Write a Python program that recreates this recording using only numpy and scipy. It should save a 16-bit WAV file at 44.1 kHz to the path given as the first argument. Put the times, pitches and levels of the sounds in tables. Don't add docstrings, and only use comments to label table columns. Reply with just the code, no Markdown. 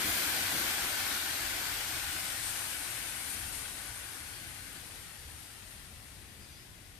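import sys
import numpy as np
from scipy import signal
from scipy.fft import rfft, irfft
from scipy.io import wavfile
from scipy.ndimage import uniform_filter1d

SR = 44100
rng = np.random.default_rng(int(sys.argv[2]) if len(sys.argv) > 2 else 0)


def master_out(mix):
    frames = np.transpose(np.atleast_2d(mix))
    ceiling = np.clip(frames, -1, 1)
    pcm = np.round(ceiling * 32767).astype(np.int16)
    wavfile.write(sys.argv[1], SR, pcm)


N = 308259

# time_s, distance_m, firebox_ring_db, left_lead_s, pan_db
LISTENER_PATH = [(0, 0.64, 3, -.00008, 3), (1.3, 0.66, 5, -.00006, 4), (2.3, 0.68, 2, .00001, 4),
                 (3.2, 0.75, 2, .00007, 4.6), (4.6, 0.93, 4, .0001, 5.5), (5.5, 1.12, -4, .00005, 5),
                 (7, 1.29, -24, .00003, 9)]
# time_s, puff_db, treble_lift_db
LANDINGS = [(0.06, -48.5, 4), (0.38, -49, -1.2), (0.555, -43, 2.5)]


def gain_of(db):
    return 10 ** (np.asarray(db) / 20)


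def unit_rms(x):
    return x / np.sqrt(np.mean(x ** 2) + 1e-20)


def at_hz(points, hz):
    points_hz, value = np.transpose(points)
    return np.interp(np.log(hz + 1), np.log(points_hz + 1), value)


def listener(t):
    time_s, *columns = np.transpose(LISTENER_PATH)
    return [np.interp(t, time_s, column) for column in columns]


def panned(db):
    pair = np.array([gain_of(db / 2), gain_of(-db / 2)])
    return pair / np.sqrt(np.mean(pair ** 2, 0))


def add(mix, start_s, sound):
    part = mix[max(round(start_s * SR), 0):][:len(sound)]
    part += sound[:len(part)]


def ramp(t, start_s, length_s):
    return np.clip((t - start_s) / length_s, 0, 1)


def surge(t, peak_s, rise_s, fall_s):
    return np.exp(-(np.minimum(t - peak_s, 0) / rise_s) ** 2 - np.maximum(t - peak_s, 0) / fall_s)


def swells(rows):
    now = np.arange(N) / SR
    return sum(gain_of(db) * np.exp(-((now - peak_s) / half_s) ** 2) for peak_s, half_s, db in rows)


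def grid(size):
    return np.arange(N // (size // 4) + 5)[:, None] * (size // 4) / SR, np.fft.rfftfreq(size, 1 / SR)


def noise(field_db, coherence, left_lead_rad=0):
    frames, bins = field_db.shape[-2:]
    size = 2 * (bins - 1)
    coherence = np.clip(coherence, -1, 1)
    a, b, c, d = rng.standard_normal((4, frames, bins))
    left = a + 1j * b
    right = coherence * left * np.exp(-1j * left_lead_rad) + np.sqrt(1 - coherence ** 2) * (c + 1j * d)
    spectra = np.array([left, right]) * gain_of(field_db)
    _, sound = signal.istft(spectra.swapaxes(1, 2), nperseg=size, noverlap=size - size // 4)
    return unit_rms(sound[:, :N])


def patches(t, hz, frames, bins):
    field = rng.standard_normal((len(t), len(hz)))
    return unit_rms(uniform_filter1d(uniform_filter1d(field, frames, 0), bins, 1))


def bursts(colour, per_s, spread_db):
    chance, size, side = rng.random(N), rng.exponential(1, N), rng.standard_normal(N)
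    clicks = (chance < per_s / SR) * gain_of(spread_db * np.minimum(size, 4)) * rng.choice([-1, 1], N)
    shape = gain_of(at_hz(colour, np.fft.rfftfreq(N, 1 / SR)))
    return unit_rms(irfft(rfft(clicks * panned(9 * side)) * shape, N))


def steam(level_db=-36.5, pour_s=0.5, fade_db_per_s=2.5, dull_db=-12.5, wall_echo=0.062, echo_path_m=1.5):
    # freq_hz, level_db
    colour = [(120, -11.5), (250, -7), (420, -8), (750, -1), (1150, -1), (1800, 4), (2600, 2), (3500, 1),
              (4500, 1.15), (5600, -1.5), (7500, -3), (10500, -3), (14500, -2)]
    # freq_hz, width_hz, level_db, coherence
    modes = [(304, 78, -3, 0.85), (795, 135, -5.5, 1), (1524, 210, 2.5, 0.7), (2280, 160, -3, 0.81),
             (3370, 180, -8, .1)]
    # freq_hz, coherence
    hiss_coherence = [(100, 0.41), (300, 0.19), (450, 0.35), (700, 0.5), (1100, 0.25), (1800, 0.1),
                      (3500, 0.016), (14000, 0.022)]
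    # freq_hz, pan_db
    hiss_pan = [(200, -3), (380, -1), (540, 4), (800, -4), (1100, 3), (1350, 1), (1750, 5.5), (2400, 0.5),
                (3400, 1.5), (5200, -0.5), (7500, -0.5), (14000, 1)]
    t, hz = grid(size=1024)
    distance_m, ring_db, left_lead_s, _ = listener(t)
    direct = (gain_of(at_hz(colour, hz)) * panned(at_hz(hiss_pan, hz)))[:, None] ** 2
    rings = [gain_of(db + ring_db) ** 2 / (1 + ((hz - mode_hz) / (width_hz / 2)) ** 2) ** 2
             for mode_hz, width_hz, db, _ in modes]
    power = direct + sum(rings)
    shared_rings = sum(ring * mode[3] for ring, mode in zip(rings, modes))
    shared_hiss = np.sqrt(direct.prod(0)) * at_hz(hiss_coherence, hz)
    coherence = (shared_hiss + shared_rings) / np.sqrt(power.prod(0))
    delay_s = (np.hypot(distance_m, echo_path_m) - distance_m) / 343
    comb = abs(1 + wall_echo * np.exp(2j * np.pi * hz * delay_s))
    spray_db = sum(db * surge(t, s + 0.031, rise_s=0.031, fall_s=0.27) for s, _, db in LANDINGS)
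    lift_db = spray_db + dull_db * ramp(t, start_s=2.13, length_s=2.2)
    treble_db = np.array([lift_db, 0.62 * lift_db]) * (hz / 13500) ** 2
    body_loss_db = 0.21 * t * np.exp(-(np.log2((hz + 1) / 1580) / 0.46) ** 2)
    field_db = 10 * np.log10(power * comb ** 2) + treble_db - body_loss_db
    field_db += 1.4 * patches(t, hz, frames=14, bins=4) + 0.4 * patches(t, hz, frames=3, bins=300)
    hiss = noise(field_db, coherence, 2 * np.pi * hz * left_lead_s)
    crackle = gain_of(-12) * bursts(colour, per_s=1500, spread_db=2.8)
    now = np.arange(N) / SR
    distance_m, _, _, pan_db = listener(now)
    boil_db = level_db - fade_db_per_s * np.maximum(now - pour_s, 0) + 0.22 * flare_db(now)
    return (hiss + crackle) * gain_of(boil_db) / distance_m * panned(pan_db)


def sputter(bubbling_db=-51, drain_db_per_s=9.5):
    # freq_hz, level_db
    colour = [(50, -18), (150, 12.5), (280, 16.5), (550, 8.5), (1100, -15), (3000, -44)]
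    t, hz = grid(size=1024)
    boil = noise(at_hz(colour, hz) + 2 * patches(t, hz, frames=5, bins=10), coherence=0.7)
    now = np.arange(N) / SR
    puff_power = sum((gain_of(db) * surge(now, s, rise_s=0.043, fall_s=0.082)) ** 2
                     for s, db, _ in LANDINGS)
    return boil * np.sqrt(puff_power + gain_of(bubbling_db - drain_db_per_s * now) ** 2)


def fizz(wet_db=-57.5, film_db=-46, thin_from_s=1.51, dry_from_s=3.26, fade_db_per_s=4, pan_db=15):
    # freq_hz, level_db
    colour = [(3000, -37), (5500, -9), (7500, -5), (8500, -1), (9500, 1.5), (10800, 1.5), (12200, -3.5),
              (13300, -5.5), (14500, -37)]
    t, hz = grid(size=256)
    pitch_ratio = 0.77 + 0.23 * ramp(t, thin_from_s, length_s=1.44)
    field_db = at_hz(colour, hz / pitch_ratio) + patches(t, hz, frames=30, bins=3)
    field_db += 0.76 * patches(t, hz, frames=16, bins=100)
    seethe = noise(field_db, coherence=0.045)
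    prickle = gain_of(-10) * bursts(colour, per_s=2300, spread_db=3.5)
    now = np.arange(N) / SR
    level_db = wet_db + (film_db - wet_db) * ramp(now, thin_from_s, length_s=0.94)
    level_db += flare_db(now) - fade_db_per_s * np.maximum(now - dry_from_s, 0)
    distance_m = listener(now)[0]
    return (seethe + prickle) * gain_of(level_db) / distance_m * panned(pan_db)[:, None]


def traffic(drone_db=-54, pan_db=2):
    # freq_hz, level_db
    drone_colour = [(15, -24), (30, -9), (48, -1), (64, -0.5), (83, 0.5), (115, -1.5), (165, -10.5),
                    (290, -13), (420, -18), (580, -22.5), (780, -19.5), (1100, -41), (2000, -27),
                    (8000, -33)]
    # freq_hz, level_db
    vehicle_colour = [(80, -17), (210, 2), (340, -3), (520, -9), (780, -8), (1200, -22), (3000, -45)]
    # peak_s, half_length_s, level_db
    passes = [(3.5, 0.35, -60.5), (4.8, 0.28, -62.5), (6.25, 0.32, -64.5)]
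    t, hz = grid(size=4096)
    coherence = at_hz([(40, 0.7), (130, 0.85), (400, 0.65), (1000, 0.0), (3000, 0.22)], hz)
    drone, engines = [noise(at_hz(colour, hz) + 2 * patches(t, hz, frames=4, bins=4), coherence)
                      for colour in (drone_colour, vehicle_colour)]
    return (drone * gain_of(drone_db) + engines * swells(passes)) * panned(pan_db)[:, None]


def microphone_hiss(level_db=-67):
    return gain_of(level_db) * rng.standard_normal((2, N))


def breeze(pan_db=2.5):
    # peak_s, half_length_s, level_db
    gusts = [(0.09, 0.073, -49.5), (0.5, 0.17, -53.5), (0.95, 0.14, -56), (1.756, 0.074, -52),
             (2.0, 0.081, -52), (2.4, 0.28, -58), (3.52, 0.25, -52.5), (5.28, 0.086, -52)]
    # freq_hz, level_db
    colour = [(15, -20), (30, -5), (50, -0.5), (80, 1.5), (115, -3), (170, -16.5), (400, -34), (1500, -60)]
    t, hz = grid(size=4096)
    buffet = noise(at_hz(colour, hz) + 2 * patches(t, hz, frames=4, bins=4), coherence=1.0)
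    return buffet * swells(gusts) * panned(pan_db)[:, None]


def spits(pan_db=5):
    # time_s, peak_db, pitch_hz, half_length_s
    droplets = [(0.174, -33, 7000, .00012), (4.5462, -35, 11000, .00016)]
    ticks = np.zeros(N)
    t = np.arange(-64, 64) / SR
    for time_s, peak_db, pitch_hz, half_s in droplets:
        tick = np.exp(-(t / half_s) ** 2) * np.cos(2 * np.pi * pitch_hz * t)
        add(ticks, time_s + t[0], gain_of(peak_db) * tick)
    return ticks * panned(pan_db)[:, None]


def flare_db(t):
    # peak_s, boost_db
    flares = [(2.48, 3), (3.33, 3), (3.57, 3), (4.97, 1), (5.42, 3.5), (5.72, 3), (6.1, 1.5)]
    return sum(db * surge(t, peak_s, rise_s=0.054, fall_s=0.077) for peak_s, db in flares)


def bird(buzz_hz=190, buzz_depth=0.019, waver=0.0155, pan_db=-4, echo_db=-1, t60_s=0.72):
    # start_s, length_s, start_hz, end_hz, level_db
    notes = [(4.177, 0.28, 4650, 4300, -59), (6.387, 0.085, 4780, 4980, -59.5),
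             (6.505, 0.064, 4820, 4700, -60), (6.5, .06, 5980, 6060, -66), (6.56, 0.067, 4980, 5130, -60)]
    song = np.zeros(N)
    for start_s, length_s, start_hz, end_hz, level_db in notes:
        t = np.arange(int(length_s * SR)) / SR
        drift = unit_rms(uniform_filter1d(rng.standard_normal(N), size=120))[:len(t)]
        buzz = buzz_depth * np.sin(2 * np.pi * buzz_hz * t)
        pitch_hz = np.linspace(start_hz, end_hz, len(t)) * (1 + buzz + waver * drift)
        tone = np.sin(2 * np.pi * np.cumsum(pitch_hz) / SR)
        add(song, start_s, gain_of(level_db) * signal.windows.tukey(len(t), .5) * tone)
    t = np.arange(SR // 2) / SR
    yard = rng.standard_normal((2, len(t))) * gain_of(-60 * t / t60_s)
    echo = signal.fftconvolve(song[None], yard / np.linalg.norm(yard[0]), axes=1)[:, :N]
    return song * panned(pan_db)[:, None] + gain_of(echo_db) * echo


def scene():
    return steam() + sputter() + fizz() + traffic() + microphone_hiss() + breeze() + spits() + bird()


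def record(dry):
    # freq_hz, width_hz, boost_db
    ports = [(8570, 990, 4), (10400, 2600, 2)]
    hz = np.fft.rfftfreq(N, 1 / SR)
    port_gain = gain_of([db * np.exp(-((hz - port_hz) / (width_hz / 2)) ** 2)
                         for port_hz, width_hz, db in ports])
    coloured = irfft(rfft(dry) * port_gain, N)
    low_pass = signal.firwin(1023, cutoff=14600, window=("kaiser", 9), fs=SR)
    return signal.oaconvolve(coloured, low_pass[None], "same", axes=1)


dry = scene()
out = record(dry)
master_out(out)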